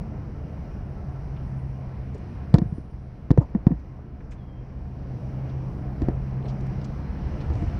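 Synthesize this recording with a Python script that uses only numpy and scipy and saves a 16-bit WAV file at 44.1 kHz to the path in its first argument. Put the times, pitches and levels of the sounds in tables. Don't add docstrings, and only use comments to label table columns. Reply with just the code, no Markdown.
import sys
import numpy as np
from scipy import signal
from scipy.fft import rfft, irfft, next_fast_len
from scipy.io import wavfile
from scipy.ndimage import uniform_filter1d

SR = 44100
rng = np.random.default_rng(int(sys.argv[2]) if len(sys.argv) > 2 else 0)


def digitize_waveform(pressure):
    field = np.atleast_2d(pressure).T
    bounded = np.clip(field, -1, 1)
    quanta = np.round(bounded * 32767).astype(np.int16)
    wavfile.write(sys.argv[1], SR, quanta)


N = 343539
T = np.arange(N) / SR

# (time [s], level [dB], extra treble level [dB])
CABIN_COURSE = [(0, 1.5, 0), (.55, -1, -0.5), (1.1, -0.5, 0.5), (2.45, -2, 3.5), (2.9, -5.5, 0.5),
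                (3.5, -4.5, 1), (4.1, -5.5, -1), (4.85, -3.5, 0), (5.3, 0.5, 1.5), (6.4, 1.5, -1),
                (6.7, 1.5, 3.5), (7.4, 2, 5), (7.79, 3, 7.5)]


def undb(db):
    return 10 ** (np.asarray(db) / 20)


def walk(rate):
    hold = int(SR / rate)
    steps = np.repeat(rng.standard_normal(N // hold + 1), hold)
    return 1.136 * uniform_filter1d(uniform_filter1d(steps, hold), hold)[:N]


def band(x, hz, width_hz):
    low_hz = max(hz - width_hz / 2, 0.3 * hz)
    high_hz = min(hz + width_hz / 2, 0.45 * SR)
    return signal.sosfilt(signal.butter(2, [low_hz, high_hz], "bandpass", fs=SR, output="sos"), x)


def resonance(hz, mode_hz, width_hz, lift_db):
    return lift_db / (1 + (2 * (hz - mode_hz) / width_hz) ** 2)


def add(out, s, sound):
    i = int(s * SR)
    out[i:i + len(sound)] += sound[:N - i]


def cabin_level():
    return np.interp(T, *np.transpose(CABIN_COURSE)[:2])


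def engine(wander=0.003, scatter_db=1.5, follows=1.2):
    # (time [s], firing rate [Hz])
    firing_rate = [(0, 73.87), (.7, 69.24), (1.4, 66.18), (2.5, 63.48), (3.1, 63.1), (4.7, 63.9),
                   (5.2, 65.23), (6.75, 65.78), (7.5, 72.9), (7.79, 72)]
    multiples_db = (-44.5, -43.5, -54)
    # (centre [Hz], width [Hz], lift [dB])
    air_modes = [(75.5, 8.1, 6), (130.85, 5.4, 11), (196.5, 12, 7.5)]
    hz = np.interp(T, *np.transpose(firing_rate))
    phase = 2 * np.pi * np.cumsum(hz * (1 + wander * walk(12))) / SR
    course_db = follows * cabin_level()
    out = np.zeros(N)
    for multiple, db in enumerate(multiples_db, 1):
        boom_db = sum(resonance(multiple * hz, *mode) for mode in air_modes)
        level_db = db + boom_db + course_db + scatter_db * walk(14)
        out += np.sqrt(2) * undb(level_db) * np.sin(multiple * phase + multiple - 1)
    return out


def cabin(road_db=-33.5, air_db=-69, swell_db=0.7, flicker_db=1.5):
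    # (frequency [Hz], relative density [dB])
    road_colour = [(12, -37.5), (20, -8), (70, 3.5), (103, -4), (139, -1.5), (163, -6), (204, -6),
                   (230, -11.5), (374, -18), (406, -18), (608, -22.5), (910, -26), (1340, -34.5),
                   (1450, -33.5), (2500, -41), (3250, -76), (5500, -120)]
    # (frequency [Hz], relative density [dB])
    air_colour = [(1500, -31), (2500, -10.5), (2820, -2.5), (3100, -7), (3540, -12.5), (4160, -10.5),
                  (4600, -12), (5700, -8.5), (6100, -13), (6400, -20.5), (7100, -25), (8400, -25.5),
                  (9300, -23), (10100, -26), (15700, -29.5)]
    # (centre [Hz], width [Hz], lift [dB])
    panels = [(294.5, 16, 5), (342, 13, 3), (632, 12, 5), (721, 30, 5.5), (1058, 10, 5.5), (1324, 20, 7),
              (4250, 66, 2), (4900, 110, 3.5)]
    range_hz = (60, 600, 4000, 10000)
    level_share = (0.83, 1.22, 0.89, 1.3)
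    treble_share = (0.32, 0, 0.97, 0.061)
    size = next_fast_len(N)
    octave = np.log2(np.maximum(np.arange(size // 2 + 1) * SR / size, 1))
    colour = 0
    for table, db in ((road_colour, road_db), (air_colour, air_db)):
        table_hz, density_db = np.transpose(table)
        shape = undb(np.interp(octave, np.log2(table_hz), density_db))
        colour = np.hypot(colour, undb(db) * shape / np.sqrt(np.mean(shape ** 2)))
    for panel in panels:
        colour = colour * undb(resonance(2 ** octave, *panel))
    noise = colour * rfft(rng.standard_normal(size))

    s, level_db, treble_db = np.transpose(CABIN_COURSE)
    range_octave = np.log2(range_hz)
    out, swell = np.zeros(N), walk(5)
    for centre in np.arange(4, 14.6, 0.5):
        overlap = np.clip(1 - 2 * abs(octave - centre), 0, 1)
        rise_db = np.interp(centre, range_octave, level_share) * level_db
        rise_db = rise_db + np.interp(centre, range_octave, treble_share) * treble_db
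        moving_db = np.interp(T, s, rise_db) + swell_db * swell + flicker_db * walk(11)
        out += undb(moving_db) * irfft(overlap * noise, size)[:N]
    return out


def knocks(glide=0.5, tail=1.64, rattle_db=-26, rattle_ms=14, contact_ms=0.43, crack_ms=1.94):
    # (time [s], thump peak [dB], settled thump pitch [Hz], rise to the peak [ms],
    # gain of the casing's ring [dB], gain of the crack [dB])
    blows = [(2.5415, 4, 124.6, 3.7, -13, -17.5), (2.584, -14.5, 197, 3.6, -22.5, -28),
             (2.5858, -37, 200, 3.5, -41, -31), (2.6175, -9, 145, 4.6, -29.5, -56),
             (2.656, -19.5, 99, 5.9, -44, -59), (2.7238, -16, 115, 4.3, -44.5, -59),
             (2.7810, -26, 222, 3.2, -40.5, -64), (3.3060, -3.5, 152, 3.1, -18, -33),
             (3.3132, -0.5, 151, 1.7, -38.5, -28.5), (3.3760, -10, 353, 1.6, -20, -40),
             (3.3825, -1.5, 107, 5.5, -34, -49), (3.406, -28, 244, 10.7, -37, -55),
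             (3.5495, -10.5, 179.4, 6, -25.5, -52), (3.6685, 2, 140, 2.63, -20, -32),
             (3.672, -46, 200, 3, -36, -38.5), (3.706, -14.5, 204, 5, -42, -58),
             (3.7160, -12.5, 150.5, 6.2, -29, -66), (6.0193, -18.5, 230, 3.1, -27, -38),
             (6.0240, -16.5, 65, 8, -50, -70), (6.0858, -8.5, 191, 1.34, -23.5, -39),
             (7.502, -19.5, 62, 9.8, -29, -49), (7.554, -18, 85, 9.5, -34.5, -40),
             (7.623, -16.5, 100, 7.2, -32, -49)]
    # (frequency [Hz], level [dB], 60 dB decay [s])
    casing_modes = [(56.2, -2.5, 0.38), (314, 2.5, 0.054), (466, 0, 0.025), (679, -3.5, 0.024),
                    (882, -11, 0.019), (1790, -12, 0.018)]
    out, t = np.zeros(N), T[:SR // 8]
    noise = rng.standard_normal((len(blows), 2, len(t)))
    casing = sum(undb(db) * np.sin(2 * np.pi * hz * t) * undb(-60 * t / t60) for hz, db, t60 in casing_modes)
    casing *= 1 - np.exp(-1000 * t / contact_ms)
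    for (s, db, hz, swell_ms, snap_db, crack_db), (hiss, chatter) in zip(blows, noise):
        u = 1000 * t / swell_ms
        cycles = hz * (t + glide * swell_ms / 1000 * (1 - np.exp(-u)))
        swing = u * np.exp((1 - u ** tail) / tail)
        thump = undb(db) * swing * np.sin(2 * np.pi * cycles)
        jostle = undb(rattle_db) * np.exp(-1000 * t / rattle_ms) * band(chatter, 554, 1200)
        snap = casing + signal.fftconvolve(casing, jostle)[:len(t)]
        bright_hiss = band(band(hiss, 3000, 4800), 3100, 7000)
        crack = undb(crack_db) * np.exp(-1000 * t / crack_ms) * bright_hiss
        add(out, s, crack - thump - undb(snap_db) * snap)
    return out


def rustles(width_share=0.92):
    # (time [s], level [dB], centre [Hz], length, twice the rise to the peak [ms])
    puffs = [(1.362, -59.5, 2700, 13), (2.142, -64, 5560, 10), (2.144, -38, 362, 17), (2.178, -69, 6070, 7),
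             (2.546, -30, 1130, 7.2), (2.545, -56, 4100, 18), (2.545, -65, 8500, 4.7),
             (3.404, -37, 700, 21), (3.41, -71, 5500, 20), (3.797, -72, 4700, 4.3), (3.933, -54, 710, 7),
             (3.989, -47.5, 810, 5.8), (4.204, -54, 1690, 7.9), (4.308, -61.5, 5600, 18),
             (4.316, -54, 2100, 13), (5.491, -62, 3600, 14), (6.425, -58, 2600, 3.2),
             (6.438, -42.5, 517, 33), (6.454, -52, 2600, 7.8), (6.478, -55.5, 4370, 22),
             (6.607, -60, 5060, 4.5), (6.666, -67, 6500, 5), (6.814, -54, 4100, 4), (6.843, -51, 4960, 8),
             (7.403, -55.5, 3600, 17), (7.501, -47, 690, 49), (7.522, -24.5, 72, 51),
             (7.52, -70, 5850, 110), (7.534, -59.5, 4600, 5.5), (7.601, -23.5, 91, 56),
             (7.62, -46, 400, 23), (7.549, -43, 300, 30), (7.73, -28, 58, 96)]
    out, t = np.zeros(N), T[:SR // 2]
    noise = rng.standard_normal((len(puffs), len(t)))
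    for (s, db, hz, ms), hiss in zip(puffs, noise):
        u = 2000 * t / ms
        width_hz = width_share * hz
        puff = band(band(hiss, hz, width_hz), hz, width_hz)
        add(out, s, undb(db) * u * np.exp(1 - u) * puff / puff.std())
    return out


def whistles(flutter_db=3, wobble=0.01, fade_db_per_s=15, glide_s=0.04, attack_s=0.0089, release_s=0.045):
    # (time [s], length [s], first pitch [Hz], last pitch [Hz], starting level [dB])
    tones = [(4.375, .29, 3540, 3190, -73), (6.435, .1, 4120, 4200, -72), (6.435, .1, 8240, 8400, -83),
             (7.025, .16, 4120, 4200, -73), (7.585, .1, 690, 693, -45), (7.7, .09, 690, 698, -50)]
    out, flutter = np.zeros(N), walk(110)
    for s, length, first_hz, last_hz, db in tones:
        since = np.maximum(T - s, 0)
        gate = np.clip(np.minimum((T - s) / attack_s, (s + length - T) / release_s), 0, 1)
        hz = last_hz + (first_hz - last_hz) * np.exp(-since / glide_s)
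        tone = np.sin(2 * np.pi * np.cumsum(hz * (1 + wobble * walk(250))) / SR)
        level_db = db - fade_db_per_s * since + flutter_db * flutter
        out += np.sqrt(2) * gate * undb(level_db) * tone
    return out


def chirps(pitch_hz=1320, spread_hz=12, rise_ms=17):
    # (time [s], peak level [dB])
    calls = [(.16, -60), (.34, -56), (.52, -63), (.67, -60), (.96, -54), (1.15, -56), (1.38, -59),
             (1.9, -59)]
    t = T[:SR // 8]
    out, u = np.zeros(N), 1000 * t / rise_ms
    for (s, db), tune in zip(calls, rng.standard_normal(len(calls))):
        tone = np.sin(2 * np.pi * (pitch_hz + spread_hz * tune) * t)
        add(out, s, undb(db) * u * np.exp(1 - u) * tone)
    return out


def sizzle(centre_hz=9280, level_db=-90, width_hz=900, wander_hz=60, waver_db=5.5, grain_db=3):
    low_pass = signal.butter(2, width_hz / 2, fs=SR, output="sos")
    slow = signal.sosfilt(low_pass, rng.standard_normal((2, N)))
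    phase = 2 * np.pi * np.cumsum(centre_hz + wander_hz * walk(2)) / SR
    db = level_db + waver_db * walk(3.5) + grain_db * walk(30)
    db = db - 49 * np.maximum(T - 3.2, 0)
    return undb(db) * (slow[0] * np.cos(phase) + slow[1] * np.sin(phase)) / slow.std()


def scene():
    return (engine() + cabin() + knocks() + rustles() + whistles() + chirps() + sizzle())[None]


def record(dry, top_hz=15700):
    rounded = dry / (1 + dry ** 6) ** (1 / 6)
    return signal.sosfilt(signal.ellip(8, 0.2, 70, top_hz, fs=SR, output="sos"), rounded)


dry = scene()
out = record(dry)
digitize_waveform(out)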